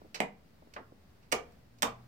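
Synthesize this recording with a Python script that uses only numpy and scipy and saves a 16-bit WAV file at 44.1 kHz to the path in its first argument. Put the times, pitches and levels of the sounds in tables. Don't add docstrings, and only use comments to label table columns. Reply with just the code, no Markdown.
import sys
import numpy as np
from scipy import signal
from scipy.fft import rfft, irfft, next_fast_len
from scipy.io import wavfile
from scipy.ndimage import uniform_filter1d

SR = 44100
rng = np.random.default_rng(int(sys.argv[2]) if len(sys.argv) > 2 else 0)


def rack_gain(trim_db):
    fader = np.asarray(trim_db, float)
    return 10 ** (fader / 20)


def persist_wave(psi):
    counts = np.round(np.clip(psi, -1, 1) * 32767).astype(np.int16)
    wavfile.write(sys.argv[1], SR, np.atleast_2d(counts).T)


N = 91331
SIZE = 32768

# f/Hz, level/dB (per Hz)
AIR_SPECTRUM = [(22, -28), (39, -11), (62, -2), (80, 0), (105, -8), (160, -6), (240, -4), (310, -13),
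                (630, -16), (1000, -21), (2000, -24), (3200, -29), (4900, -29), (6300, -35), (10500, -39),
                (13000, -37), (15500, -35), (16500, -45)]
AIR_DB, AIR_LEFT_DB, AIR_FLICKER_DB = -63, 0.38, 0.7
AIR_ALIKE_HZ = 509

# t/s, level/dB (rms)
HUM_LEVEL = [(0, -76), (.75, -78), (.87, -64.5), (1.05, -79), (1.5, -74), (1.65, -66.5), (1.78, -65.5),
             (1.86, -57), (2.07, -57)]
HUM_HZ = 119

# colour, t/s, level/dB (relative), tilt/(dB per octave), contact time/ms
CONTACTS = [("tap", .0170, -20, 4, 6), ("tap", .0450, -38, -3, 16), ("scuff", .1443, -22, 0, 16),
            ("spot 1", .2026, 1, 0, 2.5), ("tap", .6220, -22, 4, 4), ("tap", .6720, -33, 1, 8),
            ("scuff", .7368, -33, 1, 6), ("spot 2", .7630, -20, 0, 9), ("tap", .8000, -36, -3, 12),
            ("tap", .9200, -31, -1.5, 6), ("scuff", 1.2250, -52, -2, 30), ("spot 3", 1.3174, -16, 3, 4),
            ("spot 3", 1.3224, -7, 5, 2.5), ("spot 3", 1.3243, -3, 0, 6), ("scuff", 1.5200, -54, 4, 4),
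            ("scuff", 1.7850, -50, 4, 8), ("spot 4", 1.8220, -4, 3, 1.8), ("spot 4", 1.8275, -10, 3, 2.5),
            ("spot 4", 1.8297, -4, -1, 4)]
BLOW_COLOURS = { "spot 1": [(100, -18), (200, 6), (310, -7), (420, -5), (750, 1.5), (1000, -8), (1400, -18),
                (2100, -4), (3100, -13), (4300, -24), (8300, -23), (10500, -34), (15500, -35),
                (16900, -75)], "spot 2": [(100, -20), (250, -8), (388, -4), (600, -2), (1100, -2),
                (1940, -7), (3000, -17), (9000, -50), (16000, -75)], "spot 3": [(80, -13), (170, -8),
                (380, -1), (470, 1), (620, -3), (830, -3), (1050, -7), (1210, 0), (1540, -11), (2280, -5),
                (2980, -9), (3400, -17), (5800, -14), (8600, -20), (11000, -31), (13700, -28), (16300, -37),
                (16900, -75)], "spot 4": [(80, -30), (150, -10), (250, 2), (350, -9), (480, -5), (730, -1),
                (1210, 0), (1400, -8), (1680, -4), (2900, -10), (3590, -6), (4100, -16), (5600, -11),
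                (8190, -14), (10200, -25), (15200, -22), (16900, -75)], "scuff": [(200, -25), (449, -6),
                (700, -10), (1660, -9), (2700, -3), (3300, -14), (4400, -5), (8300, -18), (10900, -30),
                (14700, -26), (16900, -65)], "tap": [(100, -20), (280, 0), (600, -5), (1000, -14),
                (2000, -40), (8000, -80)]}
TILT_HZ = 2000

# f/Hz, level/dB (relative), T60/s
PLANK_MODES = [(189, -12, .2), (231, -9, .18), (282, -7, .22), (375, -10, .26), (427, -11, .22),
               (472, -5, .27), (623, -7, .17), (730, -11, .15), (1188, -12, .13), (1243, -11, .13),
               (2050, -15, .2)]
PLANK_DB, PLANK_SCATTER_DB, PLANK_DETUNE = -46, 2, .004

# f/Hz, T60/s, level/dB
ROOM_ECHOES = [(100, .3, -7), (260, .26, -6), (700, .24, -5), (1840, .18, -5.5), (4850, .14, -8),
               (12800, .1, -10)]
ROOM_BUILD_MS, ROOM_ALIKE_HZ, ROOM_LEFT_DB = 1.5, 600, 1
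LATE_DB, LATE_STRETCH = -17, 2.2
TAP_ROOM_DB = -11

# f/Hz, level/dB (against the right)
LEFT_SHADE = [(200, -2.5), (1000, -1), (3000, -8), (8000, -9.5), (15000, -12)]
LEFT_LAG_MS = 0.3503
ROOM_SHADE = 0.92
DIRECT_LOW_HZ = 600

# t/s, level/dB of the lower mode, level/dB of the upper mode against the lower
THUMPS = [(0.213, -63, 2), (1.331, -55, 6), (1.829, -48, -1)]
# f/Hz, T60/s
JOIST_MODES = [(37, .6), (73, .35)]
THUMP_RISE_S = 0.036

OFFSET = -.0005


def on_log(table, hz):
    table = np.array(table, float)
    return np.interp(np.log(np.maximum(hz, 1)), np.log(table[:, 0]), table[:, 1])


def pair(size, alike_hz):
    hz = np.fft.rfftfreq(size, 1 / SR)
    mid, side = rfft(rng.standard_normal((2, size)))
    side = side * hz / np.hypot(hz, alike_hz)
    even_power = np.sqrt(1 + hz ** 2 / (hz ** 2 + alike_hz ** 2))
    return np.array([mid + side, mid - side]) / even_power


def walk(rate):
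    hold = int(SR / rate)
    steps_of_chance = np.repeat(rng.standard_normal(N // hold + 1), hold)
    smooth = uniform_filter1d(uniform_filter1d(steps_of_chance, hold), hold)
    return 1.92 * smooth[:N]


def air():
    size = next_fast_len(N)
    colour = rack_gain(on_log(AIR_SPECTRUM, np.fft.rfftfreq(size, 1 / SR)))
    noise = irfft(pair(size, AIR_ALIKE_HZ) * colour, size)[:, :N]
    noise = noise / np.sqrt(np.mean(noise.mean(axis=0) ** 2))
    balance_db = np.array([[AIR_LEFT_DB], [0]])
    return noise * rack_gain(AIR_DB + AIR_FLICKER_DB * walk(7.52) + balance_db)


def hum():
    s, db = np.array(HUM_LEVEL).T
    hz = HUM_HZ * (1 + 0.011 * walk(10.7))
    level = np.sqrt(2) * rack_gain(np.interp(np.arange(N) / SR, s, db))
    return level * np.sin(2 * np.pi * np.cumsum(hz) / SR)


def causal(db):
    cepstrum = irfft(db * np.log(10) / 20)
    cepstrum[1:len(cepstrum) // 2] *= 2
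    cepstrum[len(cepstrum) // 2 + 1:] = 0
    return np.exp(rfft(cepstrum))


def contact(t, ms):
    rise = 1 - np.exp(-t / .0003)
    force = rfft(rng.standard_normal(SIZE) * np.exp(-(t * 1000 / ms) ** 2) * rise)
    power = np.abs(force) ** 2
    bass = 1 / (1 + (np.fft.rfftfreq(SIZE, 1 / SR) / 2000) ** 4)
    local = bass * uniform_filter1d(power, size=90) + (1 - bass) * uniform_filter1d(power, size=400)
    return force * causal(10 * np.log10(power.mean() / local))


def rings(modes, t, scatter_db, detune):
    hz, db, t60 = np.array(modes, float).T[:, :, None]
    strength, phase, shift = rng.standard_normal((3, len(hz), 1))
    envelope = rack_gain(db + scatter_db * strength - 60 * t / t60)
    return (envelope * np.sin(2 * np.pi * hz * (1 + detune * shift) * t + phase)).sum(axis=0)


def planks():
    t = np.arange(SIZE // 2) / SR
    return rack_gain(PLANK_DB) * rfft(rings(PLANK_MODES, t, PLANK_SCATTER_DB, PLANK_DETUNE), SIZE)


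def room():
    size = SIZE // 2
    t, hz = np.arange(size) / SR, np.fft.rfftfreq(size, 1 / SR)
    echoes, out = pair(size, ROOM_ALIKE_HZ), 0
    table = np.array(ROOM_ECHOES)
    decay, level = table[:, :2], table[:, ::2]
    for octave in range(9):
        centre = 70 * 2 ** octave
        octaves_off = np.clip(np.log2(np.maximum(hz, 1) / centre), -1, 1)
        band = np.cos(np.pi / 2 * octaves_off) ** 2
        fall_db = -60 * t / on_log(decay, centre)
        out = out + irfft(echoes * band) * (rack_gain(fall_db) + rack_gain(LATE_DB + fall_db / LATE_STRETCH))
    out = rfft(out * (1 - np.exp(-t * 1000 / ROOM_BUILD_MS)), SIZE)
    local_db = 10 * np.log10(uniform_filter1d(np.abs(out.mean(axis=0)) ** 2, size=70))
    colour = causal(on_log(level, np.fft.rfftfreq(SIZE, 1 / SR)) - local_db)
    return out * colour * rack_gain(np.array([[ROOM_LEFT_DB], [0]]))


def steps():
    t, hz = np.arange(SIZE) / SR, np.fft.rfftfreq(SIZE, 1 / SR)
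    shade_db = on_log(LEFT_SHADE, hz)
    lag = np.exp(-2j * np.pi * hz * LEFT_LAG_MS / 1000)
    ports = np.array([causal(shade_db) * lag, np.ones(len(hz))])
    echo_ports = np.array([causal(ROOM_SHADE * shade_db), np.ones(len(hz))])
    thin = 1j * hz / (1j * hz + DIRECT_LOW_HZ)
    out = np.zeros((2, N + SIZE))
    for spot, s, db, tilt_db, ms in CONTACTS:
        tilt = tilt_db * np.log2(np.maximum(hz, 50) / TILT_HZ)
        blow = contact(t, ms) * causal(on_log(BLOW_COLOURS[spot], hz) + tilt)
        direct, room_db = (ports, TAP_ROOM_DB) if spot == "tap" else (ports * thin, 0)
        response = direct + rack_gain(room_db) * echo_ports * (planks() + room())
        start = int(s * SR)
        out[:, start:start + SIZE] += rack_gain(db) * irfft(blow * response)
    return out[:, :N]


def thumps():
    out = np.zeros(N)
    for s, db, upper_db in THUMPS:
        start = int(s * SR)
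        t = np.arange(N - start) / SR
        levels = (db, db + upper_db)
        modes = [(hz, gain_db, t60) for (hz, t60), gain_db in zip(JOIST_MODES, levels)]
        swell = 1 - np.exp(-(t / THUMP_RISE_S) ** 2)
        out[start:] += rings(modes, t, scatter_db=1.5, detune=.02) * swell
    return out


def scene():
    return air() + hum() + steps() + thumps()


def band_limit(x):
    return signal.sosfilt(signal.butter(12, 16650, fs=SR, output="sos"), x)


def record(dry):
    mix = dry + OFFSET
    return band_limit(mix)


dry = scene()
out = record(dry)
persist_wave(out)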